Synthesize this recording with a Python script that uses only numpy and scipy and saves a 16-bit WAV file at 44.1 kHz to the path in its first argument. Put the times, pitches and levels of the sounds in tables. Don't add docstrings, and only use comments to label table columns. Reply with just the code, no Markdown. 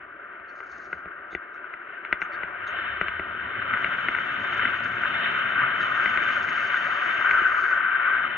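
import sys
import numpy as np
from scipy import signal
from scipy.fft import rfft, irfft, next_fast_len
from scipy.io import wavfile

SR = 44100
rng = np.random.default_rng(int(sys.argv[2]) if len(sys.argv) > 2 else 0)


def wav_out(sig):
    wavfile.write(sys.argv[1], SR, np.round(np.clip(np.atleast_2d(sig).T, -1, 1) * 32767).astype(np.int16))


N = 369116
TIME = np.arange(N) / SR
CRUISE_DB = -30


def airflow(rush_db, bright_db):
    # (pitch [Hz], width [Hz], level [dB], pan [dB], left lead [rad], likeness [0-1])
    case_modes = [(1243.5, 187, -4, 3, 1, 0.92), (1402, 154, -1.5, 4, 1, 1),
                  (1550, 149, -0.6, 4.5, 0.23, 0.85), (1828, 260, -7, 2.5, 0.46, .82),
                  (2122, 440, -9, 5, -1.22, 1), (2684, 770, -14.5, 2, -1.34, 0.29),
                  (3032, 200, -17.5, -4, -1, 0.52), (3500, 190, -21.5, 0, 4.5, 0.88),
                  (3704, 1000, -28.5, -2.5, 4, 0.21)]
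    # (start [s], length [s], boost [dB])
    gusts = [(3.643, 0.2, 6), (5.536, 0.17, 13.5), (7.156, 1.112, 4.5)]
    growth_db_per_s, gust_dulling = 1.5, 0.95
    boost_db = sum((db + growth_db_per_s * (TIME - s)) * fade(s, length_s, rise_s=0.18, fall_s=0.15)
                   for s, length_s, db in gusts)
    straight_s, opening_s = 2.75, 0.14
    shelter_db = -10.5 * np.clip((straight_s - TIME) / opening_s, 0, 1)
    tilt_db = bright_db - gust_dulling * boost_db
    rush = resonating(case_modes, flutter_db=1.0, tilt_db=tilt_db, pivot_hz=1420, top_db=shelter_db)
    null_hz, null_width_hz = 3430, 200
    rush = signal.lfilter(*signal.iirnotch(null_hz, null_hz / null_width_hz, fs=SR), rush)
    turbulence_db = 0.95 * drift(35) + 0.5 * drift(4.6)
    hollow = low_pass(rush, hz=3610, order=8) * from_db(rush_db - 6.0 + boost_db + turbulence_db)
    lean_db = np.interp(TIME, [0, 8.37], [-.8, .8]) * np.array([[.5], [-.5]])
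    return hollow * from_db(lean_db) + whistle(rush_db + boost_db - CRUISE_DB)


def whistle(flow_db):
    pitch_hz = 1529 + 14 * drift(2.8)
    tone = wavering(pitch_hz, spread_hz=23)
    return panned(tone * from_db(-44 + 2.4 * flow_db), pan_db=2.5)


def knocks_and_pulses(scatter_db, level_db, pan_db, snap_db):
    # (time [s], hollow tone [dB], clack [dB], thud [dB])
    events = [(0.398, -44, -48, -56), (0.603, -32.5, -42, -56), (0.9284, -28.5, -34, -44),
              (1.0565, -40, -44, -44), (1.328, -48, -48, -47), (1.3492, -34, -25.5, -36.5),
              (1.642, -35, -49, -62), (1.738, -35, -36, -57), (2.0488, -29, -33.5, -60),
              (2.1262, -19.5, -18.5, -36), (2.217, -26.5, -26.5, -46), (2.2228, -29, -32, -50),
              (2.433, -27.5, -32, -42), (3.012, -21, -23.5, -33.5), (3.0825, -24.5, -25, -45),
              (3.195, -27, -30.5, -37.5), (3.7365, -21.5, -27.5, -48), (3.772, -22.5, -33, -50),
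              (3.8441, -22, -22.5, -41), (4.0846, -22, -21.5, -40), (4.1486, -22, -26.5, -48),
              (4.185, -25.5, -30, -47), (4.525, -22.5, -36, -52), (4.5941, -21, -32, -52),
              (4.632, -30, -28, -44), (4.6528, -28, -24.5, -44), (5.034, -23, -36, -54),
              (5.056, -23, -40, -50), (6.0581, -23, -21.5, -39), (6.1735, -24, -21.5, -42),
              (6.4868, -32, -29, -50), (6.742, -22, -30, -56), (7.3104, -22, -20, -46),
              (7.417, -32, -38, -41), (7.729, -19, -38, -54)]
    # (pitch [Hz], width [Hz], level [dB])
    mount_modes = [(66, 59, -6.5), (180, 50, -1.5), (354, 150, 2), (635, 290, -0.5), (926, 260, -19.5),
                   (1335, 420, -7), (1501, 210, 0.5), (2012, 280, 1), (2350, 860, -9.5), (2903, 320, -14),
                   (3460, 84, -26.5), (3980, 500, -24.5), (5700, 1600, -17)]
    s, tone_db, clack_db, thud_db = np.transpose(events)
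    force = impulses(len(s), tail_db=-18, tail_s=0.012, per_s=530, second_db=-7.5)
    at = (s[:, None] * SR).astype(int) + np.arange(force.shape[1])
    chance = rng.standard_normal((len(s), len(mount_modes)))
    edge_db = clack_db - .6 * (clack_db.max() - clack_db)
    body = 0
    for k, (hz, width_hz, db) in enumerate(mount_modes):
        blow_db = thud_db if hz < 800 else tone_db if hz < 1800 else clack_db if hz < 4500 else edge_db
        blows = force * from_db(blow_db + db + level_db + scatter_db * chance[:, k])[:, None]
        clicks = np.bincount(at.ravel(), blows.ravel(), N)[:N]
        ringing = resonance(clicks, hz, width_hz).imag * np.sqrt(.01 * SR)
        body = body + (-1) ** k * panned(ringing, pan_db * (hz > 800))
    edges = force * from_db(edge_db + snap_db)[:, None]
    snaps = np.bincount(at.ravel(), edges.ravel(), N)[:N]
    return low_pass(body, hz=3380, order=6) + low_pass(snaps, hz=5570, order=2)


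def impulses(count, tail_db, tail_s, per_s, second_db):
    age = np.arange(SR // 12) / SR
    shape = (count, len(age))
    tail = (rng.random(shape) < per_s / SR) * rng.choice([-1, 1], shape) * (age > .002)
    force = tail * from_db(tail_db) * np.exp(-age / tail_s)
    force[:, 0] = 1
    second_at = (rng.uniform(.0012, .0032, count) * SR).astype(int)
    force[np.arange(count), second_at] = from_db(second_db)
    return force / np.linalg.norm(force, axis=1, keepdims=True)


def road(speed_db):
    # (pitch [Hz], width [Hz], level [dB], pan [dB], left lead [rad], likeness [0-1])
    frame_modes = [(374.5, 134, -2.5, 0.1, .1, 0.94), (584.4, 100, -3.5, 0.5, 0.39, 1),
                   (703.6, 148, -1, 1, 1.35, 0.99), (995, 240, 1, 6.5, 2.7, 0.6)]
    rumble = resonating(frame_modes, flutter_db=1.66, tilt_db=1.5 + 0.42 * speed_db, pivot_hz=394)
    easing_db = 0.5 * np.maximum(TIME - 5.5, 0)
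    return from_db(-51.5 + 0.45 * speed_db - easing_db) * rumble


def wind():
    # (time [s], buffeting [dB], eddies [dB], shedding rate [Hz])
    wind_curve = [(0, -64.5, -69, 69.47), (.55, -73, -80, 70.22), (.95, -59.5, -62, 75.8),
                  (1.2, -71, -73, 74.6), (1.95, -69.5, -81.5, 80), (2.35, -60, -65.5, 80.16),
                  (2.7, -59.5, -58, 94.8), (3.1, -57, -54.5, 79.2), (3.5, -52, -50, 93.7),
                  (3.87, -48.5, -53, 120), (4.3, -50.5, -58, 115), (4.68, -48, -52, 95.7),
                  (5.0, -49, -58, 116.2), (5.5, -49, -56, 126.9), (6.3, -48.5, -58, 110),
                  (6.8, -51.5, -61.5, 99.9), (7.4, -57, -62.5, 80.1), (7.75, -62, -60.5, 79),
                  (8.37, -51.5, -67.5, 92.8)]
    # (frequency [Hz], spectral density [dB])
    buffet_spectrum = [(20, -24.5), (40, -15), (70, -4.5), (120, 2), (150, -1.5), (180, 4), (270, 3.5),
                       (340, -9), (500, -6.5), (900, -37.5)]
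    buffet_db, eddy_db, eddy_hz = in_time(wind_curve)
    lumps = from_db(buffet_db + 2.0 * drift(12)) * coloured(buffet_spectrum, likeness=1.0)
    eddies = wavering(eddy_hz, spread_hz=21.3) * from_db(eddy_db + 2.7 * drift(5.9))
    return lumps + eddies


def tyres(fade_s, swell_db, grains_per_s, grain_db):
    # (start [s], length [s], level [dB], flutter depth [dB])
    stretches = [(0.456, 0.6, -74, 2.5), (3.661, 2.07, -75, 3.5), (5.686, 2.16, -64.5, 1.0)]
    # (frequency [Hz], spectral density [dB])
    hiss_spectrum = [(2500, -6.5), (3700, 10), (4300, 14), (5200, 9.5), (5900, 8), (6500, 15.5), (7100, 0),
                     (7600, -10), (9200, -24.5)]
    level, flutter = 0, drift(45)
    for s, length_s, db, flutter_db in stretches:
        middle = fade(s, length_s, length_s / 2, length_s / 2)
        gate = fade(s, length_s, fade_s, fade_s)
        level = level + from_db(db + swell_db * middle + flutter_db * flutter) * gate
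    grains = 1 + from_db(grain_db) * (rng.random(N) < grains_per_s / SR)
    return level * from_db(1.8 * drift(13.0)) * coloured(hiss_spectrum, likeness=0.88, grains=grains)


def grit(decay_s, level_db, scatter_db):
    # (time [s], relative peak [dB])
    flicks = [(0.496, -67), (0.848, -67), (1.318, -58), (1.549, -71), (2.217, -60), (2.334, -63),
              (2.681, -58.5), (5.8185, -53), (6.769, -58)]
    # (pitch [Hz], width [Hz], level [dB])
    grit_modes = [(3660, 450, 2), (4380, 520, -3), (5700, 700, -6), (6380, 390, -7)]
    envelope = 0
    for s, peak_db in flicks:
        age = np.clip((TIME - s) / decay_s + 2, 0, 30)
        envelope = envelope + from_db(peak_db + level_db) * (age / 2) ** 2 * np.exp(2 - age)
    scrape = envelope * rng.standard_normal(N)
    return sum(resonance(scrape, hz, width_hz).real * from_db(db + scatter_db * drift(7.5))
               for hz, width_hz, db in grit_modes)


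def resonating(modes, flutter_db, tilt_db, pivot_hz, top_db=0, top_hz=2900):
    out = 0
    for hz, width_hz, db, pan_db, lead, likeness in modes:
        swing = resonance(rng.standard_normal((2, N)), hz, width_hz)
        sides = pair(*swing, likeness) * np.exp(.5j * lead * np.array([[1], [-1]]))
        octaves = max(np.log2(hz / pivot_hz), 0)
        mode_db = db + tilt_db * octaves + top_db * (hz > top_hz) + flutter_db * drift(14)
        out = out + panned(sides.real, pan_db) * from_db(mode_db)
    return out


def resonance(drive, hz, width_hz):
    damping = np.pi * width_hz / SR
    pole = np.exp(-damping + 2j * np.pi * hz / SR)
    return signal.lfilter([np.sqrt((2 * damping) ** 3)], [1, -2 * pole, pole * pole], drive + 1e-18)


def wavering(hz, spread_hz):
    waver = low_pass(rng.standard_normal((2, N)), hz=spread_hz, order=3)
    phase = 2 * np.pi * np.cumsum(hz) / SR
    return rms_one(waver[0] * np.cos(phase) + waver[1] * np.sin(phase))


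def coloured(spectrum, likeness, grains=1):
    size = next_fast_len(N)
    hz, db = np.transpose(spectrum)
    bins = np.maximum(np.fft.rfftfreq(size, 1 / SR), 1)
    gain = from_db(np.interp(np.log(bins), np.log(hz), db, left=-np.inf, right=-np.inf))
    noise = rng.standard_normal((2, N)) * grains
    shaped = irfft(rfft(noise, size) * gain, size)[:, :N]
    return rms_one(pair(*shaped, likeness))


def drift(rate_hz):
    step = 40
    pole = np.exp(-2 * np.pi * step * rate_hz / SR)
    slow = signal.lfilter([1], [1, -2 * pole, pole * pole], rng.standard_normal(N // step + 2002))[2000:]
    return np.interp(np.arange(N) / step, np.arange(len(slow)), rms_one(slow))


def pair(mid, side, likeness):
    alike = np.clip(likeness, 0, .999)
    return np.sqrt(1 + alike) * mid + np.sqrt(1 - alike) * side * np.array([[1], [-1]])


def panned(x, pan_db):
    return x * from_db(np.array([[pan_db], [-pan_db]]) / 2)


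def fade(start_s, length_s, rise_s, fall_s):
    return np.clip(np.minimum((TIME - start_s) / rise_s, (start_s + length_s - TIME) / fall_s), 0, 1)


def in_time(rows):
    s, *columns = np.transpose(rows)
    return [np.interp(TIME, s, c) for c in columns]


def low_pass(x, hz, order):
    return signal.sosfilt(signal.butter(order, hz, fs=SR, output="sos"), x)


def from_db(db):
    return 10 ** (np.asarray(db) / 20)


def rms_one(x):
    return x / np.sqrt(np.mean(x ** 2) + 1e-20)


def scene():
    # (time [s], rush [dB], brightness [dB per octave])
    air_curve = [(0, -42.5, -1), (1.2, -41, -5), (2.03, -40.5, 2), (2.28, -35, 2), (2.58, -35, 2),
                 (2.78, -31, 6.5), (3.27, -34.5, 2.5), (3.85, -29.5, 5.5), (4.35, -31, 6.5),
                 (4.62, -28.5, 8), (4.9, -31, 3.5), (5.22, -27, 10.5), (5.5, -28.5, 5), (6.1, -25.5, 3.5),
                 (6.5, -28.5, 5), (7.3, -25.5, 3), (7.65, -30, 2), (8.37, -29.5, 4.5)]
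    rush_db, bright_db = in_time(air_curve)
    bed = airflow(rush_db, bright_db) + road(speed_db=rush_db - CRUISE_DB)
    bed = bed + tyres(fade_s=.14, swell_db=5, grains_per_s=150, grain_db=13) + wind()
    accents = knocks_and_pulses(scatter_db=1.2, level_db=-3.3, pan_db=5.5, snap_db=-20)
    return bed + accents + grit(decay_s=0.0093, level_db=-6.5, scatter_db=7.0)


def record(dry):
    lean = signal.sosfilt(signal.butter(2, 28, "high", fs=SR, output="sos"), dry)
    return signal.sosfilt(signal.ellip(10, .1, 90, 16000, fs=SR, output="sos"), lean)


dry = scene()
out = record(dry)
wav_out(out)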